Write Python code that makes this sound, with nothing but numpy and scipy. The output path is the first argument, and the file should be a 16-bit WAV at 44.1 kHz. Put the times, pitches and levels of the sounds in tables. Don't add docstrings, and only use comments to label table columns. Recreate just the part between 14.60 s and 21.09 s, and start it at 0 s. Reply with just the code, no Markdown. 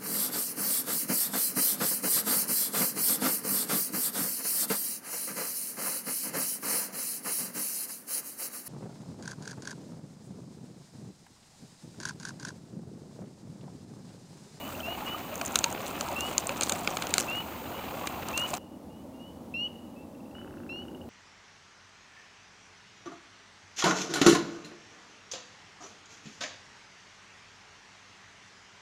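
import sys
import numpy as np
from scipy import signal
from scipy.fft import rfft, irfft
from scipy.io import wavfile
from scipy.ndimage import map_coordinates

SR = 44100
rng = np.random.default_rng(int(sys.argv[2]) if len(sys.argv) > 2 else 0)


def unload_audio(sound):
    columns = np.transpose(np.atleast_2d(sound))
    steps = np.round(np.clip(columns, -1, 1) * 32767)
    wavfile.write(sys.argv[1], SR, steps.astype(np.int16))


N = 286209
TIME = np.arange(N) / SR
CUT_S = 3.982

# [f/Hz, width/Hz, level/dB]
KNOCK = [(565, 650, 2.5), (1310, 690, 4.5), (2300, 750, 5)]
CLACK = [(4100, 770, 0)]
SNAP = [(6584, 640, 4.5), (7030, 260, 2), (8460, 700, 0.5), (10300, 1020, -7.5), (12970, 1500, -12)]
# [t/s, relative level/dB]
RUSTLE = [(0, -61), (.11, -49.5), (.2, -58.5), (.78, -57.5), (1.1, -49.5), (1.3, -51), (1.76, -48),
          (1.95, -56), (2.04, -40.5), (2.32, -48.5), (2.52, -47), (2.6, -36.5), (2.7, -55), (2.9, -65),
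          (3.44, -58), (3.56, -65), (3.8, -47), (3.97, -49)]


def gain_of(db):
    return 10 ** (np.asarray(db) / 20)


def evened(x):
    return x / np.sqrt(np.mean(x ** 2) + 1e-20)


def curve(rows):
    return np.interp(TIME, *np.transpose(rows))


def add(mix, s, sound):
    part = mix[max(round(s * SR), 0):][:len(sound)]
    part += sound[:len(part)]


def coloured(x, points):
    f, db = np.transpose(points)
    hz = np.fft.rfftfreq(len(x), 1 / SR)
    response = gain_of(np.interp(np.log(hz + 1), np.log(f + 1), db))
    return evened(irfft(rfft(x) * response, len(x)))


def wander(size, hz):
    knots = rng.standard_normal(int(size / SR * hz) + 4)
    return map_coordinates(knots, [np.arange(size) * hz / SR], order=3, mode="nearest")


def ring(x, modes):
    out = 0
    for hz, width, db in modes:
        b, a = signal.iirpeak(min(hz, SR / 2.2), hz / (1.5 * width), SR)
        once = signal.lfilter(b, a, x)
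        out = out + gain_of(db) * signal.lfilter(b, a, once)
    return out


def whistle(length, start_hz, rise_hz, swell_db, edge_db, bend=0.316, sag_hz=55, flutter_db=0.7,
            jitter=0.0039, attack=0.003, release=0.025, scoop_hz=260, scoop_s=0.0013, dull_db=-9):
    # [multiple of the strong line, level/dB]
    partials = [(.5, -44), (1, 0), (1.5, -32), (2, -35), (2.5, -50)]
    t = np.arange(int(length * SR)) / SR
    u = t / length
    fade = np.minimum((length - t) / release, 1)
    scoop = np.exp(-t / scoop_s)

    climb = rise_hz * (u + bend * u * (1 - u))
    unsteady = jitter * (1 + 5 * (1 - fade) + 12 * scoop) * wander(len(t), 390)
    hz = (start_hz + climb - sag_hz * (1 - fade) - scoop_hz * scoop) * (1 + unsteady)
    phase = 2 * np.pi * np.cumsum(hz) / SR

    tone = 0
    for k, db in partials:
        lift_db = (edge_db + dull_db * u ** 3) * (k > 1)
        tone = tone + gain_of(db + lift_db) * np.sin(k * phase)
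    shape = np.minimum(t / attack, 1) * np.sqrt(fade)
    level_db = swell_db * (u - .5) + flutter_db * wander(len(t), 84)
    return np.sqrt(2) * tone * shape * gain_of(level_db)


def outdoors(x, t60=0.7, delay=0.0067, early=0.99, early_t60=0.12):
    t = np.arange(SR) / SR
    fall = gain_of(-60 * t / t60) + early * gain_of(-60 * t / early_t60)
    sparse = rng.standard_normal(SR) * (rng.random(SR) < .05)
    taps = sparse * (t > delay) * fall
    return signal.fftconvolve(x, taps / np.linalg.norm(taps))[:N]


def birds(near_hz=2661, near_rise_hz=318.4, far_rise_hz_per_s=1400,
          near_wet_db=-16, far_wet_db=-9, far_swell_db=-2, pip_s=0.0019):
    # [t/s, length/s, level/dB, swell towards the end/dB, lift of the overtones/dB]
    near_calls = [(0.23, 0.13, -41, -1, 10), (1.558, 0.14, -38, -2.5, 7), (2.681, 0.14, -36, 1, 5),
                  (3.736, 0.13, -33, 5.5, 4), (4.939, 0.14, -33.5, 4, 5), (6.091, 0.15, -43.5, -4.5, 11)]
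    # [t/s, length/s, starting f/Hz, level/dB]
    far_calls = [(0, .11, 2860, -50.5), (0.458, 0.12, 2855, -41.5), (1.328, 0.092, 2830, -56),
                 (3.133, 0.12, 2860, -53), (3.989, 0.18, 2740, -77), (4.295, 0.14, 2800, -68),
                 (4.533, 0.0797, 2760, -68), (4.594, .125, 2840, -57.5), (5.357, 0.092, 2590, -62),
                 (5.745, 0.086, 2885, -53.5)]
    # [t of first pip/s, length of the run/s, pip to pip/s, f/Hz, level/dB]
    pip_runs = [(5.549, .52, 0.054, 2700, -55), (6.216, .23, .066, 2900, -45.5)]
    near, far = np.zeros((2, N))
    for s, length, db, swell_db, edge_db in near_calls:
        add(near, s, gain_of(db) * whistle(length, near_hz, near_rise_hz, swell_db, edge_db))
    for s, length, start_hz, db in far_calls:
        note = whistle(length, start_hz, far_rise_hz_per_s * length, far_swell_db, 0, attack=0.0044)
        add(far, s, gain_of(db) * note)

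    t = TIME[:SR // 20]
    pip_shape = t / pip_s * np.exp(1 - t / pip_s)
    for first, length, gap, hz, db in pip_runs:
        for s in np.arange(first, first + length, gap):
            add(far, s, gain_of(db) * pip_shape * np.sin(2 * np.pi * hz * t))
    echoes = outdoors(gain_of(near_wet_db) * near + gain_of(far_wet_db) * far)
    return near + far + echoes


def air(air_db=-44.5):
    # [f/Hz, relative level per Hz/dB]
    rumble = [(20, -31), (55, -16.5), (85, -3.5), (125, -12.5), (235, 1), (300, -3), (410, -14), (540, -8),
              (710, -15), (800, -13.5), (1100, -22), (1600, -32.5), (2300, -35.5), (15000, -41)]
    # [t/s, change of level/dB]
    swell = [(4.1, -2), (4.9, 0), (5.5, -1.5), (6.4, -0.5)]
    return gain_of(air_db + curve(swell)) * coloured(rng.standard_normal(N), rumble)


def bubble(hz, cycles=9, glide=0.04):
    u = np.arange(int(5 * cycles / hz * SR)) / SR * hz / cycles
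    pulsing = np.sin(2 * np.pi * cycles * (u + glide * u ** 2 / 2))
    volume = pulsing * np.exp(-u) * (1 - np.exp(-8 * u))
    return np.gradient(volume) * SR / (2 * np.pi * hz)


def water(wash_db=0, bubbles_db=-2, per_s=16, spread_db=6.0, flicker_db=3.0, low_hz=480, high_hz=1400,
          hiss_db=-55, count=30):
    # [t/s, level/dB]
    flow = [(0.0, -45), (1.03, -41.5), (2.62, -40), (2.86, -43.5), (3.81, -41.5), (3.9, -42)]
    # [f/Hz, relative level per Hz/dB]
    wash_colour = [(40, -13), (200, -3.5), (350, 0.5), (520, -7), (760, -0.5), (1200, -4.5), (1700, -11),
                   (2100, -10.5), (2600, -7.5), (3400, -15), (4100, -18.5), (5400, -27), (9000, -55)]
    # [t/s, f/Hz, level/dB]
    single_rings = [(.15, 2640, -32.5), (.204, 2980, -28.5), (.28, 658, -27), (.42, 817, -28.5),
                    (.545, 1187, -26), (.812, 658, -29.5), (1.06, 903, -27), (1.487, 904, -27),
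                    (1.893, 538, -28.5), (2.33, 707, -26.5), (3.44, 1080, -27), (3.933, 694, -25)]
    # [f/Hz, relative level per Hz/dB]
    hiss_colour = [(2000, -22), (4000, 5.5), (5400, -1.5), (6600, 7), (9000, 0.5), (14000, -2.5)]
    swarm = np.zeros(N)
    for hz in np.geomspace(low_hz, high_hz, count):
        sizes = gain_of(spread_db * np.minimum(rng.exponential(1, N), 3))
        births = (rng.random(N) < per_s / SR) * sizes
        swarm += signal.oaconvolve(births, bubble(hz, cycles=5.36))[:N]
    flicker = gain_of(flicker_db * wander(N, 160))
    wash = coloured(rng.standard_normal(N), wash_colour) * flicker
    out = gain_of(curve(flow)) * (gain_of(wash_db) * wash + gain_of(bubbles_db) * evened(swarm))
    for s, hz, db in single_rings:
        add(out, s, gain_of(db) * bubble(hz))
    return out + gain_of(hiss_db) * coloured(rng.standard_normal(N), hiss_colour)


def electronics(whine_hz=14947, whine_db=-50, buzz_hz=57, dip=.8, dip_s=0.001, hum_hz=78, hum_db=-56,
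                low_db=-49, stir=0.17):
    from_dip = (TIME * buzz_hz % 1 - .5) / buzz_hz
    buzz = 1 - dip * np.exp(-(from_dip / dip_s) ** 2)
    whine = gain_of(whine_db) * buzz * np.sqrt(2) * np.sin(2 * np.pi * whine_hz * TIME)
    hum = gain_of(hum_db) * evened(ring(rng.standard_normal(N), [(hum_hz, 14, 0)]))
    # [f/Hz, relative level per Hz/dB]
    dull = [(20, -34), (50, -29), (110, -0.5), (200, 1), (400, -7), (700, -46), (3000, -79)]
    low = coloured(rng.standard_normal(N), dull)
    stirred_db = curve(RUSTLE) - np.median(curve(RUSTLE))
    return whine + hum + gain_of(low_db + stir * stirred_db) * low


def crackle(per_s=130, spread_db=4.5, snap_db=-1, clack_db=-8, knock_db=-6, variety=0.19, clump_db=3.0,
            clumps_per_s=45, level_db=-1.0, count=6):
    out = 0
    for pitch in 1 + variety * np.linspace(-.6, 1, count):
        strength = gain_of(spread_db * np.minimum(rng.exponential(1, N), 3.5))
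        hits = strength * (rng.random(N) < per_s / SR)
        for db, modes in ((knock_db, KNOCK), (clack_db, CLACK), (snap_db, SNAP)):
            bit = [(hz * pitch, width, level) for hz, width, level in modes]
            out = out + gain_of(db) * evened(ring(hits * rng.standard_normal(N), bit))
    stirring_db = curve(RUSTLE) + level_db + clump_db * wander(N, clumps_per_s)
    return gain_of(stirring_db) * out / np.sqrt(count)


def slips(uneven=0.2, spread_db=4.5, decay=0.00064):
    # [t/s, length/s, typical peak level/dB, slips per second]
    creaks = [(.738, .06, -32.5, 57), (0.849, .037, -23, 124), (.9215, .056, -32, 130),
              (1.103, .02, -31, 84), (1.847, .035, -23, 39)]
    out, t = np.zeros(N), TIME[:SR // 100]
    for start, length, db, per_s in creaks:
        for s in np.arange(start, start + length, 1 / per_s):
            late, size = rng.standard_normal(2)
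            scrape = 0.32 * np.exp(-t / decay) * rng.standard_normal(len(t))
            tick = ring((t == 0) + scrape, SNAP)
            level = gain_of(db + spread_db * size)
            add(out, s + uneven * late / per_s, level * tick / abs(tick).max())
    return out


def cracks(hard_db=-22, hard_clack_db=-.5, clack_growth=0.37, tail_db=-35, tail_t60=0.1, grit_db=-11,
           level_db=0.0, linger=(2.2, 1.4, 1), count=4):
    # [t/s, length/s, strength/dB, brightness/dB (snap up and knock down)]
    loud_cracks = [(0.813, .002, -34, -4.5), (0.9564, 0.0021, -21, 1), (.9887, .001, -31, 7.5),
                   (1.0411, .002, -22.5, 1), (1.4095, 0.0015, -32, 0), (1.486, 0.00092, -40.5, -1.5),
                   (1.607, 0.00095, -35.5, 4.5), (1.7802, .0007, -24.5, 6), (1.8925, 0.0014, -33, -5),
                   (2.0095, 0.0019, -29.5, 3.5), (2.02, 0.0054, -31.5, -2), (2.0326, .0022, -29, 4.5),
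                   (2.095, 0.003, -27.5, 2.5), (2.1213, 0.00148, -29, 3.5), (2.2746, .0012, -29.5, -7.5),
                   (2.3697, 0.0018, -30.5, -3), (2.4215, 0.0032, -33, -3.5), (2.4694, .001, -36, -0.5),
                   (2.5394, 0.00094, -23.5, 2), (2.5812, 0.00095, -22.5, .5), (3.471, .003, -32, -2),
                   (3.6856, 0.0015, -38.5, .5), (3.776, 0.0031, -31, 3.5), (3.9386, .0022, -35, 1.5)]
    out, t = np.zeros(N), TIME[:SR // 20]
    for s, length, strength_db, bright_db in loud_cracks:
        clack_db = hard_clack_db + clack_growth * (strength_db - hard_db)
        levels = strength_db + np.array([-bright_db, clack_db, bright_db])
        fractures = np.zeros(len(t))
        at = (np.arange(count) + .7 * rng.random(count)) / count * length
        fractures[(at * SR).astype(int)] = rng.choice([-1, 1], count) * rng.uniform(1, 1.03, count)
        settling = gain_of(tail_db - 60 * t / tail_t60)
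        for db, modes, stretch in zip(levels, (KNOCK, CLACK, SNAP), linger):
            grit = gain_of(grit_db) * np.exp(-(t / (length * stretch)) ** 2) + settling
            sound = ring(fractures + grit * rng.standard_normal(len(t)), modes)
            packed = sound * np.sqrt(.005 * SR) / np.linalg.norm(sound)
            add(out, s, gain_of(db + level_db) * packed)
    return out


def rattle(start_s=5.7525, per_s=32, level_db=-59, fade_db=-11, fade_s=0.67, body_db=-50, echo_db=-7):
    # [f/Hz, width/Hz, level/dB]
    tap_modes = [(1430, 330, 0)]
    # [f/Hz, width/Hz, level/dB]
    echo_modes = [(1430, 300, 0), (1130, 200, -3)]
    first = round(start_s * SR) - SR // 200
    clicks = np.zeros(N)
    clicks[(np.arange(start_s, TIME[-1], 1 / per_s) * SR).astype(int)] = 1
    taps = evened(ring(clicks, tap_modes)[first:])
    echo = evened(ring(rng.standard_normal(N), echo_modes)[first:])
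    # [f/Hz, relative level per Hz/dB]
    hollow = [(20, -38), (60, -8), (180, -9), (260, -9.5), (370, 2.5), (460, -18), (1500, -58)]
    body = coloured(rng.standard_normal(N), hollow)
    fade = gain_of(level_db + fade_db * (TIME[:N - first] / fade_s) ** 2)
    return np.pad(fade * (taps + gain_of(echo_db) * echo) + gain_of(body_db) * body[first:], (first, 0))


def scene():
    close = (water() + electronics() + crackle() + slips() + cracks()) * (TIME < CUT_S)
    return (birds() + air() + close + rattle())[None]


def record(dry, ceiling=.56, edge_hz=15900):
    rounded = dry / (1 + (dry / ceiling) ** 6) ** (1 / 6)
    low_pass = signal.firwin(511, edge_hz, window=("kaiser", 9), fs=SR)
    return signal.oaconvolve(rounded, low_pass[None], "same")


dry = scene()
out = record(dry)
unload_audio(out)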